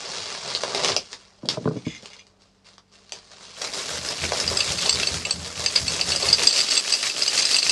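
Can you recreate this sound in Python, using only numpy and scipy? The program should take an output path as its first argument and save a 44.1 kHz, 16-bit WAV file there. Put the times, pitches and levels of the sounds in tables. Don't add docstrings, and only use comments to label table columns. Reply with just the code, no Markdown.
import sys
import numpy as np
from scipy import signal
from scipy.io import wavfile
from scipy.ndimage import map_coordinates

SR = 44100
rng = np.random.default_rng(int(sys.argv[2]) if len(sys.argv) > 2 else 0)


def file_out(sig):
    cols = np.atleast_2d(sig).T
    lim = np.clip(cols, -1, 1)
    pcm = np.round(lim * 32767).astype(np.int16)
    wavfile.write(sys.argv[1], SR, pcm)


N = 340404
TIME = np.arange(N) / SR

# pitch_hz, relative level_db
BAG_SPECTRUM = [(40, -49), (90, -8), (190, 0.5), (320, -10.5), (400, 6), (550, 1.5), (1000, 2),
                (1800, -5.5), (3200, -5.5), (4700, 0), (7000, -9.5), (9500, -19), (14000, -69)]
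# pitch_hz, relative level_db
RATTLE_SPECTRUM = [(60, -23.5), (150, -4.5), (290, -3.5), (420, 3), (900, -1.5), (1700, 1), (3200, 2.5),
                   (4900, 9), (7700, 1.5), (10400, -8), (12000, -18.5), (14500, -81)]
TIPPED_S = 3.548


def bag():
    film_ticks = colour(grains(per_s=1200, spread_db=3.2, t60=0.0035), BAG_SPECTRUM)
    crinkle = rustle(handling(), film_ticks, crisp_db=0.3, body_db=-3.0)
    ball_ticks = colour(grains(per_s=1200, spread_db=3.5, t60=0.01), RATTLE_SPECTRUM)
    rattle = rustle(flow(), ball_ticks, crisp_db=2.1, body_db=-0.2)
    tipped = np.clip((TIME - TIPPED_S) / 0.035, 0, 1)
    return (1 - tipped) * crinkle + tipped * rattle


# time_s, crinkle_db, body_db (balls shifting inside)
HANDLING = [(0, -38.5, -41.5), (.2, -35, -40.5), (.41, -39.5, -44.5), (.46, -32.5, -32.5),
            (.55, -36, -41.5), (.72, -36, -35.5), (.88, -28.5, -28.5), (.94, -33, -32.5), (.99, -47, -58),
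            (1.35, -63.5, -62), (1.6, -52, -52), (2.0, -55.5, -59), (2.35, -74.5, -66), (2.87, -75.5, -81),
            (3.0, -61, -63), (3.28, -56, -61.5), (3.55, -46.5, -53.5)]
# start_s, length_s, level_db
RUSTLES = [(1.106, 0.062, -44), (1.493, 0.064, -31), (2.015, 0.22, -50.5), (2.394, 0.13, -59.5),
           (2.64, .13, -53.5), (2.913, 0.06, -52.5), (3.122, 0.088, -42.5), (3.301, 0.067, -47),
           (3.404, 0.082, -45)]


def handling(rise_s=0.016, fade_db=-17, body_db=-4.5):
    crisp, body = level(HANDLING)
    brief = np.zeros(N)
    for start_s, length_s, level_db in RUSTLES:
        t = TIME[TIME < 2 * length_s]
        fading = amp(level_db + fade_db * (t / length_s) ** 2)
        add(brief, start_s, np.minimum(t / rise_s, 1) * fading)
    return np.hypot(crisp, brief), np.hypot(body, brief * amp(body_db))


# time_s, rattle_db, body_db (balls rolling)
POURING = [(3.55, -45, -45.5), (3.8, -37, -41.5), (4.1, -36.5, -40.5), (4.3, -35.5, -39.5),
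           (4.52, -34, -37.5), (4.85, -33, -41), (5.13, -34.5, -40), (5.24, -41, -46.5),
           (5.5, -42.5, -45.5), (5.62, -36.5, -41), (5.8, -37, -45), (6.0, -34, -41), (6.12, -33, -39),
           (6.19, -35, -41.5), (6.27, -31.5, -39.5), (6.6, -30.5, -42), (6.86, -34, -44.5),
           (7.07, -32.5, -45), (7.19, -35, -44), (7.24, -31, -43), (7.4, -29.5, -43.5),
           (7.72, -30.5, -45.5)]
FIRST_SHAKE_S, WIDER_S = 3.63, 5.8
SHAKES_PER_S, WIDE_SHAKES_PER_S = 6.56, 6.33
SWING_DB, WIDE_SWING_DB = 2.5, 3.5
HESITATE_S = 0.027


def flow(widen_s=0.34):
    crisp, body = level(POURING)
    wide = np.clip((TIME - WIDER_S) / widen_s, 0, 1)
    t = TIME - wide * HESITATE_S
    shakes = SHAKES_PER_S * (np.minimum(t, WIDER_S) - FIRST_SHAKE_S)
    shakes = shakes + WIDE_SHAKES_PER_S * np.maximum(t - WIDER_S, 0)
    swing_db = SWING_DB + wide * (WIDE_SWING_DB - SWING_DB)
    surge = amp(swing_db * np.cos(2 * np.pi * shakes))
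    return crisp * surge, body * surge


# start_s, crisp peak_db (before the ring),
# hollow_db (against the crisp part, before body_db), ring_hz
SNAPS = [(.1171, -19, -10, 5020), (.1833, -20, -12, 4890), (0.3745, -22, -21, 4590), (.55, -5.5, -5, 5300),
         (.6354, -13, 4, 1990), (.748, -8.5, 1.5, 5000), (.7942, -18.5, 12, 4000), (.8468, -0.5, -10, 4480),
         (.859, -9, -2, 4410), (0.8774, -6, -13, 4400), (0.8847, -7.5, -22, 4310), (.9195, -10, -3, 5080),
         (.9646, -1.5, -6, 2400), (1.13, -15.5, -4, 1480), (1.457, -25, -10, 5450), (1.488, -3.5, -6, 5600),
         (1.5015, -11, -10, 4900), (1.98, -31, -15, 2170), (2.025, -29, -14, 4070),
         (2.058, -21.5, -19, 5200), (2.133, -30, -15, 3900), (2.166, -31.5, -18, 4800),
         (2.268, -40, -3, 1920), (2.734, -39, -10, 4500), (2.781, -32, 4, 2730), (2.955, -36, -14, 4500),
         (3.094, -32, -6, 4840), (3.1216, -12, -12, 3730), (3.618, -12, -6, 3400), (3.6474, -13, -11, 1400),
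         (3.737, -17, -6, 1980), (4.0878, -10, -11, 5730), (4.3204, -12.5, 5, 4090), (4.4009, -6, -7, 3550),
         (4.807, -9.5, -18, 4290), (4.861, -12, -3, 4010), (4.957, -9, -9, 4950), (4.999, -9, -20, 4610)]
# pitch_hz, relative level_db
SNAP_SPECTRUM = [(100, -16.5), (450, 4.5), (1500, 3.5), (3000, 5.5), (5200, 11.5), (7500, -3.5),
                 (10000, -14.5), (14500, -47)]


def snaps(body_db=3, split_hz=1500, flutter_s=0.01, ring_db=-7, ring_cycles=12):
    out, t = np.zeros(N), TIME[:SR // 20]
    for start_s, peak_db, hollow_db, ring_hz in SNAPS:
        crack = colour(burst(t, flutter_s, grit=0.28), SNAP_SPECTRUM)
        crisp = band(crack, split_hz, "high")
        body = band(crack, split_hz, "low")
        resonance = np.sin(2 * np.pi * ring_hz * t) * dying(t, ring_cycles / ring_hz)
        ring = signal.oaconvolve(crack, resonance)[:len(t)]
        top = abs(crisp).max()
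        ringing = crisp + amp(ring_db) * crisp.std() * evened(ring)
        crisp = ringing / np.hypot(1, amp(ring_db))
        add(out, start_s, amp(peak_db) * (crisp + amp(hollow_db + body_db) * body) / top)
    return out


# start_s, length_s, level_db
SLUMPS = [(3.925, 0.021, -36), (4.508, 0.067, -35), (4.849, 0.027, -30.5), (5.255, 0.032, -36),
          (6.217, 0.067, -30.5), (6.373, 0.064, -35.5)]


def slumps(rise_s=0.0077, fade_db=-9, low_hz=330, high_hz=1150):
    gain = np.zeros(N)
    for start_s, length_s, level_db in SLUMPS:
        t = TIME[TIME < 2 * length_s]
        fading = amp(level_db + fade_db * (t / length_s) ** 2)
        add(gain, start_s, np.minimum(t / rise_s, 1) * fading)
    drumming = colour(grains(per_s=1500, spread_db=2.5, t60=0.013), BAG_SPECTRUM)
    return gain * evened(band(band(drumming, low_hz, "high"), high_hz, "low"))


def clacks(per_s=170, level_db=-2.0, low_hz=2400, high_hz=8000, cycles=12, count=28):
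    t = TIME[:SR // 50]
    ticks = np.zeros(N)
    for hz in np.linspace(low_hz, high_hz, count):
        clack = np.sin(2 * np.pi * hz * t) * dying(t, cycles / hz)
        ticks += signal.oaconvolve(clicks(per_s / count, spread_db=2.3), clack)[:N]
    rattle, _ = flow()
    return evened(band(ticks, 9000, "low")) * rattle * amp(level_db) * (TIME > TIPPED_S)


# start_s, ring_db (before level_db), spot_hz (pitch favoured by the spot struck),
# low_db (low modes against the ring), high_db (high modes against the ring)
STRIKES = [(4.477, -14.5, 4880, -14, -20), (4.5706, -14.5, 4950, -14, -6), (4.6044, -15, 4770, -1.5, -10.5),
           (4.785, -24, 4630, -2, -6), (4.859, -20, 4150, -1.5, -11), (4.893, -12, 4500, -6, -3),
           (4.9273, -15.5, 4770, -11, -7.5), (5.0305, -23, 4550, 3, -10), (5.071, -16.5, 4520, -6, -8),
           (5.2508, -26.5, 4670, 5.5, -1), (5.308, -15.5, 4440, -14, -3.5), (5.661, -11.5, 4720, -10, -9),
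           (5.759, -9, 4760, -12.5, -17.5), (5.88, -18, 4430, -6.5, -4.5), (6.0116, -14, 4750, -8, -17),
           (6.119, -17, 4450, -4, -9), (6.1602, -14.5, 4820, -11, -11), (6.2247, -19, 4470, -8, -10),
           (6.2856, -13.5, 4520, -10, -15), (6.328, -7.5, 4760, -24, -12), (6.337, -13, 4700, -15, -13),
           (6.4708, -6.5, 4780, -14, -6), (6.507, -19, 4550, -10, -9), (6.527, -18, 4640, -16, -6),
           (6.56, -21, 4590, -5, -4), (6.5766, -20, 4540, -6, -7), (6.589, -16, 4690, -6, -18),
           (6.604, -14.5, 4780, -12, -12), (6.611, -16.5, 4820, -10, -10), (6.6863, -22.5, 4630, -14, -13),
           (6.7068, -18.5, 4650, -10, -7), (6.718, -18.5, 4500, -9, -9), (6.752, -21.5, 4730, -7, -1),
           (6.768, -21.5, 4520, 3, -3), (6.7756, -12.5, 4700, -8, -6), (6.9233, -13, 4780, -12, -5.5),
           (6.937, -14.5, 4820, -10, -12), (7.0978, -20, 4840, -7, -13), (7.2207, -13.5, 4870, -12, -18),
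           (7.263, -22, 4450, -14, -8), (7.2785, -14, 4860, -11, -6), (7.3762, -14, 4770, -11, -9),
           (7.394, -16, 4900, -9, -7), (7.422, -18, 4700, -7, -4), (7.4526, -13.5, 5020, -8.5, -9),
           (7.5089, -19, 4920, -15, -18), (7.5315, -21, 4500, -12, -13), (7.5433, -11.5, 4800, -13, -16),
           (7.5647, -20, 4770, 3.5, 2), (7.586, -15, 4630, -9, -13), (7.628, -16, 4400, -8, -10),
           (7.6945, -12, 4780, -9, -4)]


def strikes(level_db=-3.5, bounce_db=-15):
    out = np.zeros(N)
    for start_s, ring_db, spot_hz, low_db, high_db in STRIKES:
        gain = amp(ring_db + level_db)
        add(out, start_s, gain * ping(spot_hz, low_db, high_db))
        hop_s = start_s + rng.uniform(.008, .025)
        add(out, hop_s, gain * amp(bounce_db) * ping(rng.uniform(4300, 5100), low_db, high_db))
    return out


# pitch_hz, relative level_db, t60_s (60 dB fade)
BOWL = [(2216, -4, 0.016), (2646, 8, .022), (2895, 4, .025), (3525, 3.5, .022), (4050, 2, .035),
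        (4300, 1.5, .02), (4458, 10, 0.044), (4680, 3.5, .022), (4788, 10, .035), (4975, 6, .028),
        (5110, 3, .02), (5739, -4, .018), (6295, 1, .04), (7570, -0.5, 0.034), (8030, 2, 0.039),
        (8340, -2, 0.021)]


def ping(spot_hz, low_db, high_db, tick_db=-10, reach_hz=200, detune=0.003, buzz_s=0.0028, rise_s=0.0005):
    t = TIME[:SR // 10]
    hz, mode_db, t60 = np.transpose(BOWL)
    low, high = hz < 4180, hz > 5400
    main = ~(low | high)
    chance, shift, phase = rng.standard_normal((3, len(hz)))
    chance_db = chance * np.where(main, 2.5, 5)
    weight = amp(mode_db + chance_db) / (1 + main * ((hz - spot_hz) / reach_hz) ** 2)
    turns = (hz * (1 + shift * detune))[:, None] * t + phase[:, None]
    fading = dying(np.maximum(t - buzz_s, 0), t60[:, None])
    modes = weight[:, None] * np.sin(2 * np.pi * turns) * fading
    tick = colour(burst(t, t60=.025, grit=.8), SNAP_SPECTRUM)
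    parts = [(0, modes[main].sum(0)), (low_db, modes[low].sum(0)), (high_db, modes[high].sum(0)), (tick_db, tick)]
    onset = 1 - np.exp(-t / rise_s)
    return sum(amp(db) * struck(part * onset, first_s=.007) for db, part in parts)


# time_s, level_db
ON_WALL = [(4.3, -30), (4.9, -9), (5.8, -10), (6.4, 5.5)]


def jostle(per_s=130, level_db=-9, count=24):
    share_db = np.interp(TIME, *np.transpose(ON_WALL))
    pings = np.zeros(N)
    for _ in range(count):
        contacts = clicks(per_s / count, spread_db=2.5)
        low_db = -8.5 + 4.5 * rng.standard_normal()
        sound = ping(rng.uniform(4000, 5200), low_db, high_db=-8, tick_db=-8.5)
        pings += signal.oaconvolve(contacts, sound)[:N]
    rattle, _ = flow()
    return evened(pings) * rattle * amp(share_db + level_db)


# start_s, thump_db (low modes), hollow_db (upper modes)
KNOCKS = [(1.431, -34, -44), (1.451, -36, -37), (1.572, -32, -29.5), (1.656, -20.5, -26.5),
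          (1.675, -24.5, -24.5), (1.71, -32, -35.5), (1.763, -29, -38.5), (1.867, -24, -37.5),
          (2.03, -49, -53)]
# pitch_hz, relative level_db, t60_s
TABLE = [(126, -1.5, .085), (172.4, 0, .095), (245, 0, .08), (333, -4, .085), (410, 1, 0.047),
         (499, -0.5, .06), (588, -0.5, 0.053), (760, -11, 0.025), (990, -7, 0.039), (1175, -12, 0.027),
         (1523, -15, .029)]


def knocks(detune=0.06, chatter_s=0.032, grit=0.057):
    out, t = np.zeros(N), TIME[:SR // 4]
    hz, mode_db, t60 = np.transpose(TABLE)[:, :, None]
    low = hz[:, 0] < 350
    for start_s, thump_db, hollow_db in KNOCKS:
        turns = hz * (1 + detune * rng.uniform(-1, 1, hz.shape)) * t
        signs = rng.choice([-1, 1], hz.shape)
        modes = amp(mode_db) * signs * np.sin(2 * np.pi * turns) * dying(t, t60)
        blow = burst(t, chatter_s, grit)
        for db, group in (thump_db, low), (hollow_db, ~low):
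            ringing = signal.oaconvolve(blow, modes[group].sum(0))
            add(out, start_s, amp(db) * struck(ringing, first_s=.02))
    return out


def drag(start_s=1.425, end_s=1.8, level_db=-40.0, low_hz=100, high_hz=480, edge_s=0.02):
    judder = band(band(grains(per_s=300, spread_db=3, t60=0.014), low_hz, "high"), high_hz, "low")
    edges = np.clip(np.minimum(TIME - start_s, end_s - TIME) / edge_s, 0, 1)
    return amp(level_db) * evened(judder) * edges


# start_s, length_s, level_db, squeak_hz (rim's lowest resonance)
SLIDE = [(1.761, .036, -50, 2250), (1.847, .045, -41.5, 2230), (1.893, .085, -42.5, 2130),
         (2.1, 0.048, -48.5, 2250), (2.181, 0.038, -50, 2450)]
# pitch_hz, width_hz, relative level_db
RIM = [(2130, 100, 8), (2440, 120, 6), (2840, 120, 4.5), (3400, 120, 6.5), (4950, 120, 4), (6180, 110, 6),
       (6660, 90, 1)]


def slide(wander=0.012, wander_hz=11, edge_s=0.0089):
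    out, t = np.zeros(N), TIME[:SR // 20]
    hz, width, mode_db = np.transpose(RIM)[:, :, None]
    for start_s, length_s, level_db, squeak_hz in SLIDE:
        pitches = np.vstack([[squeak_hz], hz[1:]])
        fading = np.sqrt(width) * np.exp(-np.pi * width * t)
        rim = amp(mode_db) * fading * np.cos(2 * np.pi * pitches * t)
        slips = signal.oaconvolve(clicks(per_s=1100, spread_db=5.0)[:SR], rim.sum(0))
        slips = band(band(slips, 1200, "high"), 7100, "low")
        u = TIME[TIME < length_s]
        bend = np.cumsum(wander * np.sin(2 * np.pi * (wander_hz * u + rng.random()))) / SR
        stroke = evened(map_coordinates(slips, [(u + bend) * SR]))
        edges = np.minimum(np.minimum(u, length_s - u) / edge_s, 1)
        add(out, start_s, amp(level_db) * stroke * edges)
    return out


# start_s, peak_db
STEPS = [(3.905, -31), (4.19, -24), (4.428, -25.5), (4.66, -25), (4.89, -27), (5.085, -23.5),
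         (5.319, -26.5), (5.551, -28), (5.788, -25), (6.022, -27), (6.24, -27)]
# pitch_hz, relative level_db, t60_s
BOOM = [(61.8, -6, 0.36), (82.8, 1.5, 0.63), (121, -1, 0.19), (135.1, -13, 1), (178.8, -5, 0.91)]


def steps(level_db=-3.0, swell_s=0.032, detune=0.039, rumble_db=-3):
    out, t = np.zeros(N), TIME[:SR // 2]
    for start_s, peak_db in STEPS:
        boom = np.zeros(len(t))
        for hz, mode_db, t60 in BOOM:
            gain = amp(mode_db + 1.5 * rng.standard_normal())
            turns = hz * (1 + detune * rng.uniform(-0.97, 1)) * t + rng.random()
            boom += gain * np.sin(2 * np.pi * turns) * dying(t, t60)
        rumble = band(band(rng.standard_normal(len(t)), 60, "high"), 220, "low")
        rumble = rumble * dying(t, t60=0.75)
        thud = evened(boom) + amp(rumble_db) * evened(rumble)
        swell = 1 - np.exp(-(t / swell_s) ** 2)
        add(out, start_s, amp(peak_db + level_db) * peaked(thud * swell))
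    return out


# pitch_hz, rms level_db
HUM = [(49, -70.5), (97, -70.5), (194, -67.5), (441, -77.5)]
# pitch_hz, relative level_db
AIR_SPECTRUM = [(25, -1), (60, 1), (200, -2), (600, -9), (2000, -16), (6000, -20), (10000, -33),
                (14000, -50)]


def background(air_db=-65):
    hum = np.zeros(N)
    for hz, db in HUM:
        hum += np.sqrt(2) * amp(db) * np.sin(2 * np.pi * (hz * TIME + rng.random()))
    return hum + amp(air_db) * evened(colour(rng.standard_normal(N), AIR_SPECTRUM))


def kitchen(x, tail_db, count=6, turn_s=.012):
    out = x
    for k in range(count):
        away = (TIME / turn_s - k + 1) % count - 1
        share = np.cos(np.pi / 2 * np.minimum(abs(away), 1))
        out = out + signal.oaconvolve(x * share, reflections(tail_db))[:N]
    return out


# pitch_hz, t60_s
ROOM = [(150, 0.3), (530, 0.13), (1400, 0.11), (3700, 0.12), (9700, 0.12)]
# delay_s, gain (plain factor)
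ECHOES = [(.0016, 0.3), (.0034, 0.2), (.0062, 0.09), (0.0129, 0.15), (0.0151, 0.084)]


def reflections(tail_db, build_s=0.0052, stray=0.16):
    hz, t, z = signal.stft(rng.standard_normal(SR // 2), SR, nperseg=256)
    tail = signal.istft(z * dying(t, read(ROOM, hz)[:, None]), SR)[1]
    tail = tail * (1 - np.exp(-(TIME[:len(tail)] / build_s) ** 2))
    response = amp(tail_db) * tail / np.linalg.norm(tail)
    for delay_s, gain in ECHOES:
        add(response, delay_s * (1 + stray * rng.uniform(-1, 1)), np.array([gain]))
    return response


# time_s, level_db
BASS_FALL = [(6.35, 0), (6.65, -11), (7.0, -26), (7.72, -9)]


def thinned(x, split_hz=90):
    bass_gain = amp(np.interp(TIME, *np.transpose(BASS_FALL)))
    return band(x, split_hz, "high") + band(x, split_hz, "low") * bass_gain


def rustle(gains, ticks, crisp_db, body_db, split_hz=1500):
    crisp, body = gains
    high = evened(band(ticks, split_hz, "high"))
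    low = evened(band(ticks, split_hz, "low"))
    return amp(crisp_db) * crisp * high + amp(body_db) * body * low


def grains(per_s, spread_db, t60):
    power = signal.lfilter([1], [1, -dying(1 / SR, t60) ** 2], clicks(per_s, spread_db) ** 2)
    return np.sqrt(power) * rng.standard_normal(N)


def clicks(per_s, spread_db, limit=4.66):
    size = amp(spread_db * np.minimum(rng.exponential(1, N), limit))
    return size * rng.choice([-1, 1], N) * (rng.random(N) < per_s / SR)


def burst(t, t60, grit):
    return (t == 0) + grit * rng.standard_normal(len(t)) * dying(t, t60)


def dying(t, t60):
    return np.exp(-np.log(1000) * t / t60)


def colour(x, spectrum, size=4096):
    hz = abs(np.fft.fftfreq(size, 1 / SR))
    log_gain = np.log(amp(read(spectrum, hz)))
    taps = np.fft.ifft(np.exp(np.conj(signal.hilbert(log_gain)))).real
    return signal.oaconvolve(x, taps[:size // 2])[:len(x)]


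def band(x, hz, kind):
    sos = signal.butter(2, hz, kind, fs=SR, output="sos")
    return signal.sosfilt(np.vstack([sos, sos]), x)


def read(points, hz):
    f, value = np.transpose(points)
    return np.interp(np.log(hz + 1), np.log(f + 1), value)


def level(curve):
    s, crisp_db, body_db = np.transpose(curve)
    return amp(np.interp(TIME, s, crisp_db)), amp(np.interp(TIME, s, body_db))


def amp(db):
    return 10 ** (np.asarray(db) / 20)


def evened(x):
    return x / np.sqrt(np.mean(x ** 2) + 1e-20)


def peaked(x):
    return x / (abs(x).max() + 1e-20)


def struck(x, first_s):
    return x / np.sqrt(np.mean(x[:round(first_s * SR)] ** 2) + 1e-20)


def add(mix, s, sound):
    part = mix[max(round(s * SR), 0):][:len(sound)]
    part += sound[:len(part)]


def scene():
    from_bag = kitchen(bag() + slumps() + snaps() + slide(), tail_db=-2.5)
    from_bowl = kitchen(strikes() + jostle() + clacks(), tail_db=-8.0)
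    bumps = band(knocks() + drag(), 72, "high")
    bumps = bumps + amp(-13.5) * signal.oaconvolve(bumps, reflections(tail_db=-1.5))[:N]
    mono = thinned(from_bag + from_bowl + background()) + bumps + steps()
    return np.array([mono, mono])


def record(dry):
    sound = band(dry, 28, "high")
    sound = sound / (1 + sound ** 6) ** (1 / 6)
    treble_cut = signal.firwin(511, 14800, window=("kaiser", 9), fs=SR)
    return signal.oaconvolve(sound, treble_cut[None], "same")


dry = scene()
out = record(dry)
file_out(out)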